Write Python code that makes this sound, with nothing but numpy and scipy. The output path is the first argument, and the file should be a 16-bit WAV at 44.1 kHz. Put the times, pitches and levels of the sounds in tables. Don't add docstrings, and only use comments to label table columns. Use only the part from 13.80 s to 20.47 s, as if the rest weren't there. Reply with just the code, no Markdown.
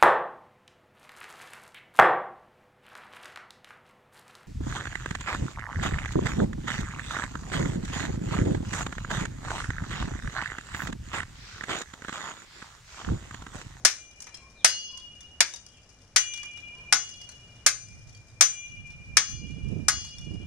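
import sys
import numpy as np
from scipy import signal
from scipy.fft import rfft, irfft, next_fast_len
from scipy.io import wavfile
from scipy.ndimage import map_coordinates

SR = 44100
rng = np.random.default_rng(int(sys.argv[2]) if len(sys.argv) > 2 else 0)


def to_wav(sig):
    pcm = np.clip(np.atleast_2d(sig), -1, 1) * 32767
    pcm = np.round(pcm).astype(np.int16)
    wavfile.write(sys.argv[1], SR, pcm.T)


N = 294014

# t/s, stone level/dB, thud/dB, slab ring/dB, crunch t60/s,
# crunch treble/dB, then level/dB of each of the blade's four mode families
BLOWS = [(0.0494, -13.5, 1.5, 1.5, 0.17, 1, -54.5, -56.5, -63, -37),
         (0.8451, -12, 1.5, -0.5, 0.18, 3, -63, -36.5, -30, -36),
         (1.6048, -12, 0.5, -2, 0.093, -3.5, -65, -56, -69.5, -41),
         (2.3603, -14.5, -11.5, 0, 0.15, -1, -41.5, -38.5, -55, -30),
         (3.1244, -15.5, -5.5, 7.5, 0.14, -1.5, -59.5, -43.5, -40.5, -32),
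         (3.8630, -11, -11.5, -3, 0.13, 4.5, -56, -62.5, -49.5, -35),
         (4.609, -12, -1, 0.5, 0.16, 0.5, -42.5, -46, -63, -24.5),
         (5.369, -13, -6.5, 2.5, 0.11, -4.5, -48.5, -44.5, -38.5, -30.5),
         (6.0827, -14, -4.5, 2, 0.1, 6.5, -54, -42.5, -35, -36)]


def amp(db):
    return 10 ** (np.asarray(db) / 20)


def unit(x):
    return x / np.sqrt(np.mean(x ** 2) + 1e-20)


def along(points, hz):
    freqs, values = np.transpose(points)
    return np.interp(np.log(hz + 1), np.log(freqs + 1), values)


def fade(t, t60):
    return amp(-60 * t / t60)


def add(track, s, sound):
    start = max(round(s * SR), 0)
    part = sound[..., :max(N - start, 0)]
    track[..., start:start + part.shape[-1]] += part


def wobble(knots):
    return map_coordinates(rng.standard_normal(int(knots.max()) + 4), [knots], mode="nearest")


def noise(spectrum, size, independent=False):
    # f/Hz, correlation
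    likeness = [(100, 0.96), (600, 0.95), (1400, 0.74), (3100, 0.19), (6800, -0.23), (15000, 0.93)]
    hz = np.fft.rfftfreq(size, 1 / SR)
    correlation = np.zeros_like(hz) if independent else along(likeness, hz)
    width = np.arccos(correlation) / 2
    coloured = rfft(rng.standard_normal((2, size))) * amp(along(spectrum, hz))
    mid, side = irfft(coloured * [np.cos(width), np.sin(width)], size)
    return unit(np.array([mid + side, mid - side]))


def tone(hz, t):
    delay_s = np.array([[5e-5], [0]])
    return np.sin(2 * np.pi * (hz * (t - delay_s) + rng.random()))


def open_air():
    # f/Hz, level/dB
    air_colour = [(20, -6.5), (60, 1.5), (100, -2.5), (140, -9.5), (200, -11), (400, -15.5), (650, -15.5),
                  (1000, -24), (1500, -23), (3000, -33.5), (6000, -30.5), (9000, -33.5), (15000, -32.5)]
    rumble_colour = [(25, -7.5), (70, -1), (160, -3.5), (300, -13.5), (700, -17.5), (1500, -34),
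                     (6000, -63)]
    t = np.arange(N) / SR
    air = amp(-57 + 0.82 * wobble(3 * t)) * noise(air_colour, N)
    rumble = amp(-62.5 + 2.4 * wobble(5 * t)) * noise(rumble_colour, N)
    return air + rumble


def slate():
    # f/Hz, level/dB
    crack_colour = [(500, -13), (2000, -14.5), (5000, -2.5), (9000, 7), (15000, -1.5)]
    thud_colour = [(60, -13), (200, -14.5), (400, -8.5), (700, 5), (1400, -8.5), (2500, -7.5), (6000, -18)]
    crunch_colour = [(100, -37.5), (300, -12), (600, -12.5), (1000, -11.5), (1600, 4), (2300, 4.5),
                     (2800, -2.5), (4000, 2), (5500, 2.5), (8000, -0.5), (15000, -1)]
    clatter_colour = [(300, -12), (900, -7.5), (1300, 1.5), (1700, -7), (2200, -8.5), (2800, -20.5),
                      (6000, -27)]
    # f/Hz, level/dB, t60/s
    slab_modes = [(536, -22, 0.068), (690.4, -15, 0.19), (814, -4.5, 0.056), (1107, -7.5, 0.13),
                  (1257, 5.5, 0.032), (1468, 1, .1), (1661, -7, 0.083), (1667, -5.5, 0.092),
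                  (1920, -9, 0.11), (2106, -9.5, 0.19), (3300, -15.5, 0.063), (5400, -2, 0.056),
                  (5400, -3.5, 0.087)]
    out = np.zeros((2, N))
    t = np.arange(SR // 3) / SR
    for s, db, thud_db, slab_db, crunch_t60, treble_db, *_ in BLOWS:
        crack = amp(2.5) * fade(t, 0.039) * noise(crack_colour, len(t))
        thud = amp(thud_db - 9) * fade(t, 0.045) * noise(thud_colour, len(t))
        fractures = unit(amp(2 * wobble(900 * t)))
        break_colour = [(hz, level + treble_db * (hz > 7000)) for hz, level in crunch_colour]
        crunch = amp(-0.5) * fractures * fade(t, crunch_t60) * noise(break_colour, len(t))
        ring = sum(amp(level + rng.normal(0, 2.7)) * fade(t, t60) * tone(hz * rng.normal(1, 0.01), t)
                   for hz, level, t60 in slab_modes)
        clatter = amp(2.5) * (1 - np.exp(-t / 0.015)) * fade(t, 0.13) * noise(clatter_colour, len(t))
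        slab = amp(slab_db - 15) * (ring + clatter)
        attack = 1 - np.exp(-t / 0.0009)
        add(out, s, amp(db) * attack * (crack + thud + crunch + slab))
    return out


def blade():
    # f/Hz, level/dB, t60/s
    blade_modes = [(2390, -1, 4.2), (2878, -.5, 1.8), (3359, -4.5, 1.05), (3850, -8, .24), (4288, -4, .66),
                   (4703, -6, .63), (5087, -4.5, .6), (5846, -11, .65), (6223, -6, .62), (6587, -1, .45),
                   (6132, 0, .5), (6897, -1.5, .38), (7620, -1.5, .34), (8380, -6, .3)]
    families = [0, 1, 1, 2, 2, 2, 2, 2, 2, 2, 3, 3, 3, 3]
    swing_s, sound_m_per_s = 0.2938, 343
    out = np.zeros((2, N))
    ends = [blow[0] for blow in BLOWS[1:]] + [N / SR]
    for blow, end in zip(BLOWS, ends):
        s, family_db = blow[0], blow[-4:]
        t = np.arange(int((end - s) * SR)) / SR
        swing = np.clip(t / swing_s, 0, 1) ** 2
        travel_m = np.cumsum(1.3 + 3 * swing + 5 * t) / SR
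        gate = np.clip(t / 0.002, 0, 1) * np.clip((t[-1] - t) / 0.0021, 0, 1)
        swell = amp(2 * swing + 0.14)
        for (hz, db, t60), family in zip(blade_modes, families):
            wavelengths = travel_m * hz / sound_m_per_s
            paths = np.array([wobble(wavelengths) + 1j * wobble(wavelengths) for port in range(2)])
            reflected = (0.35 + 0.3 * swing) * np.real(paths * np.exp(2j * np.pi * hz * t))
            direct = (0.8 - 0.35 * swing) * tone(hz, t)
            envelope = amp(db + family_db[family]) * gate * swell * fade(t, t60)
            add(out, s, envelope * (direct + reflected))
    return out


def yard(x):
    # f/Hz, t60/s
    decay_times = [(150, 0.95), (700, 0.31), (1700, 0.29), (5500, 0.32), (9000, 0.47), (15000, .18)]
    tail_colour = [(200, 0.5), (1700, 6.5), (6000, 3.5), (15000, -15.5)]  # f/Hz, level/dB
    out = np.zeros((2, N))
    cuts = [0] + [round((blow[0] - 0.01) * SR) for blow in BLOWS[1:]] + [N]
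    for start, end in zip(cuts, cuts[1:]):
        hz, t, bands = signal.stft(noise(tail_colour, SR // 2), SR, nperseg=256)
        envelope = fade(t, along(decay_times, hz)[:, None]) * (1 - np.exp(-t / 0.002))
        _, tail = signal.istft(bands * envelope, SR, nperseg=256)
        tail /= np.linalg.norm(tail[0])
        add(out, start / SR, signal.fftconvolve(x[:1, start:end], tail, axes=1))
    return out


def chip(db, clack_db):
    # f/Hz, level/dB
    tick_colour = [(300, -27.5), (1500, -11), (3500, -11), (5500, 3), (9000, -1), (15000, -3)]
    clack_colour = [(200, -20), (750, 0), (2000, 0), (4000, -10), (9000, -30)]
    t = np.arange(SR // 10) / SR
    rocking = unit(amp(2.8 * wobble(350 * t)))
    tick = fade(t, 0.037) * rocking * noise(tick_colour, len(t))
    clink = 0.46 * fade(t, 0.045) * sum(tone(hz, t) for hz in rng.uniform(3000, 12000, size=4))
    clack = amp(clack_db) * fade(t, 0.06) * noise(clack_colour, len(t))
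    attack = 1 - np.exp(-t / 0.0012)
    return amp(db) * attack * (tick + clink + clack)


def rubble(grains=60):
    # t/s, level/dB, clack/dB
    landings = [(0.403, -34.5, -24), (0.4199, -31, -25), (0.468, -38, -8), (0.5428, -33, -18),
                (1.173, -35.5, -29.5), (1.4058, -39, -21.5), (1.737, -25.5, -21), (1.8632, -39.5, -23.5),
                (2.5364, -28.5, -23), (2.5744, -33.5, -17), (2.6309, -33.5, -12), (2.7728, -43, -11.5),
                (3.2904, -36.5, -19), (3.4136, -38, -20), (3.4893, -34.5, -17), (4.347, -44.5, -31),
                (5.4975, -35.5, -15), (6.2446, -31, -22), (6.3826, -36, -22)]
    chip_trim_db, clack_trim_db = -2.5, 6.5
    skip_s, skip_loss_db = 0.022, 9.5
    grit_db, grit_spread_db, grit_fade_db_per_s = -52, 4, 20.5
    out = np.zeros((2, N))
    for s, db, clack_db in np.add(landings, [0, chip_trim_db, clack_trim_db]):
        add(out, s, chip(db, clack_db))
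        add(out, s + skip_s * rng.uniform(0.85, 1.3), chip(db - skip_loss_db, clack_db))
    for s, *_ in BLOWS:
        falls_s = rng.uniform(0.073, 0.68, grains)
        levels_db = rng.normal(grit_db, grit_spread_db, grains) - grit_fade_db_per_s * falls_s
        for fall_s, db in zip(falls_s, levels_db):
            add(out, s + fall_s, chip(db, clack_db=-14.5))
    return out


def whistle(hz, length_s, fall):
    progress = np.linspace(0, 1, int(length_s * SR))
    pitch = hz * fall ** progress * (1 + 0.035 * wobble(60 * progress))
    return np.sin(np.pi * progress) * np.sin(2 * np.pi * np.cumsum(pitch) / SR)


def birds():
    # t/s, starting f/Hz, relative level/dB
    peeps = [(0.529, 3187, -61.5), (0.743, 4480, -58), (1.905, 3680, -59.5), (2.96, 3620, -62.5),
             (3.729, 4000, -69), (4.078, 2780, -65), (5.85, 3410, -63), (6.59, 3600, -62)]
    held_notes = [(0.569, 1076, -58.5), (1.071, 1037, -57.5), (2.909, 1022, -56.5)]
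    out = np.zeros((2, N))
    for s, hz, db in peeps:
        add(out, s, amp(db) * whistle(hz, length_s=0.1, fall=0.65))
    for s, hz, db in held_notes:
        add(out, s, amp(db) * whistle(hz, length_s=0.14, fall=0.99))
    return out


def engine():
    # f/Hz, level/dB
    hum_colour = [(60, -54.5), (100, -3), (112, -2), (125, -9), (190, -32), (600, -100)]
    nearest_s, half_power_s = 4.2, 0.45
    t = np.arange(N) / SR
    nearness = 1 / np.hypot(1, (t - nearest_s) / half_power_s)
    return amp(-52.5) * nearness * noise(hum_colour, N)


def wind():
    # t/s, relative level/dB
    breeze = [(3.9, -56), (4.09, -62), (4.1, -50), (4.65, -71), (4.8, -71), (4.91, -47), (5.26, -52.5),
              (5.31, -45.5), (5.42, -54), (5.53, -39.5), (5.8, -38.5), (5.99, -33), (6.09, -41.5),
              (6.34, -47.5), (6.5, -37), (6.67, -40)]
    # f/Hz, level/dB
    buffet_colour = [(15, -20.5), (40, 1), (90, 1.5), (150, -2), (250, -18), (500, -48.5), (1500, -60),
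                     (5000, -110)]
    eddy_colour = [(40, -19.5), (150, 0.5), (260, -3), (500, -18), (1000, -41.5), (4000, -63.5)]
    full_gust_db, lee_db, windward_db = -35, -42, -30.5
    t = np.arange(N) / SR
    times, strength_db = np.transpose(breeze)
    gust_db = np.interp(t, times, strength_db) - full_gust_db
    flow_db = np.array([lee_db + 0.55 * gust_db, windward_db + 0.83 * gust_db])
    eddy_db = -31.5 + 2.12 * (flow_db - windward_db)
    lumps = unit(amp(3.4 * np.array([wobble(22 * t), wobble(22 * t)])))
    puffs = unit(amp(8 * np.tanh([wobble(65 * t), wobble(65 * t)])))
    buffet = amp(flow_db) * lumps * noise(buffet_colour, N, independent=True)
    eddies = amp(eddy_db) * puffs * noise(eddy_colour, N, independent=True)
    onset = np.clip((t - times[0]) / 0.1, 0, 1)
    return onset * (buffet + eddies)


def microphone_port(x, response, size=2048):
    gain = amp(along(response, np.fft.rfftfreq(size, 1 / SR)))
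    cepstrum = irfft(np.log(gain))
    causal_fold = np.r_[1, np.full(size // 2 - 1, 2), 1, np.zeros(size // 2 - 1)]
    impulse = irfft(np.exp(rfft(cepstrum * causal_fold)))
    return signal.fftconvolve(x, impulse)[:N]


def gain_control(x, threshold_db=-18.5, share=0.29, attack_s=0.02, recover_db_per_s=6):
    peak_db = 20 * np.log10(np.abs(x).max(axis=0) + 1e-9)
    excess_db = np.maximum(peak_db - threshold_db, 0)
    recovery_db = recover_db_per_s * np.arange(N) / SR
    duck_db = np.maximum.accumulate(share * excess_db + recovery_db) - recovery_db
    pole = np.exp(-1 / (attack_s * SR))
    return x * amp(-signal.lfilter([1 - pole], [1, -pole], duck_db))


def scene():
    stone, chips, calls = amp(1.5) * slate(), rubble(), birds()
    echoes = yard(amp(-14.5) * stone + amp(-10) * chips + amp(-5) * calls)
    near = stone + chips + amp(3.5) * blade()
    far = amp(-9.5) * calls + amp(1.8) * (open_air() + engine())
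    return near + echoes + far + amp(2.15) * wind()


def record(dry):
    # f/Hz, level/dB
    left_port = [(600, 0), (2000, 6), (3300, 6), (4400, 6), (5200, 13.5), (6000, 13), (6700, 11.5),
                 (7400, 1), (8500, -4.5), (10000, -9), (12000, -16.5), (15000, -27.5)]
    right_port = [(600, -1), (2000, 3), (3300, 6.5), (5000, 3.5), (6300, 1), (7400, 4.5), (8800, 4.5),
                  (10200, 0), (12000, -10.5), (15000, -26.5)]
    top_hz, edge_hz = 15600, 300
    coloured = np.array([microphone_port(dry[0], left_port), microphone_port(dry[1], right_port)])
    ducked = gain_control(coloured)
    rounded = ducked / (1 + np.abs(ducked) ** 6) ** (1 / 6)
    size = next_fast_len(N + SR // 4)
    passband = np.clip((top_hz - np.fft.rfftfreq(size, 1 / SR)) / edge_hz + 0.5, 0, 1)
    return irfft(rfft(rounded, size) * passband, size)[:, :N]


dry = scene()
out = record(dry)
to_wav(out)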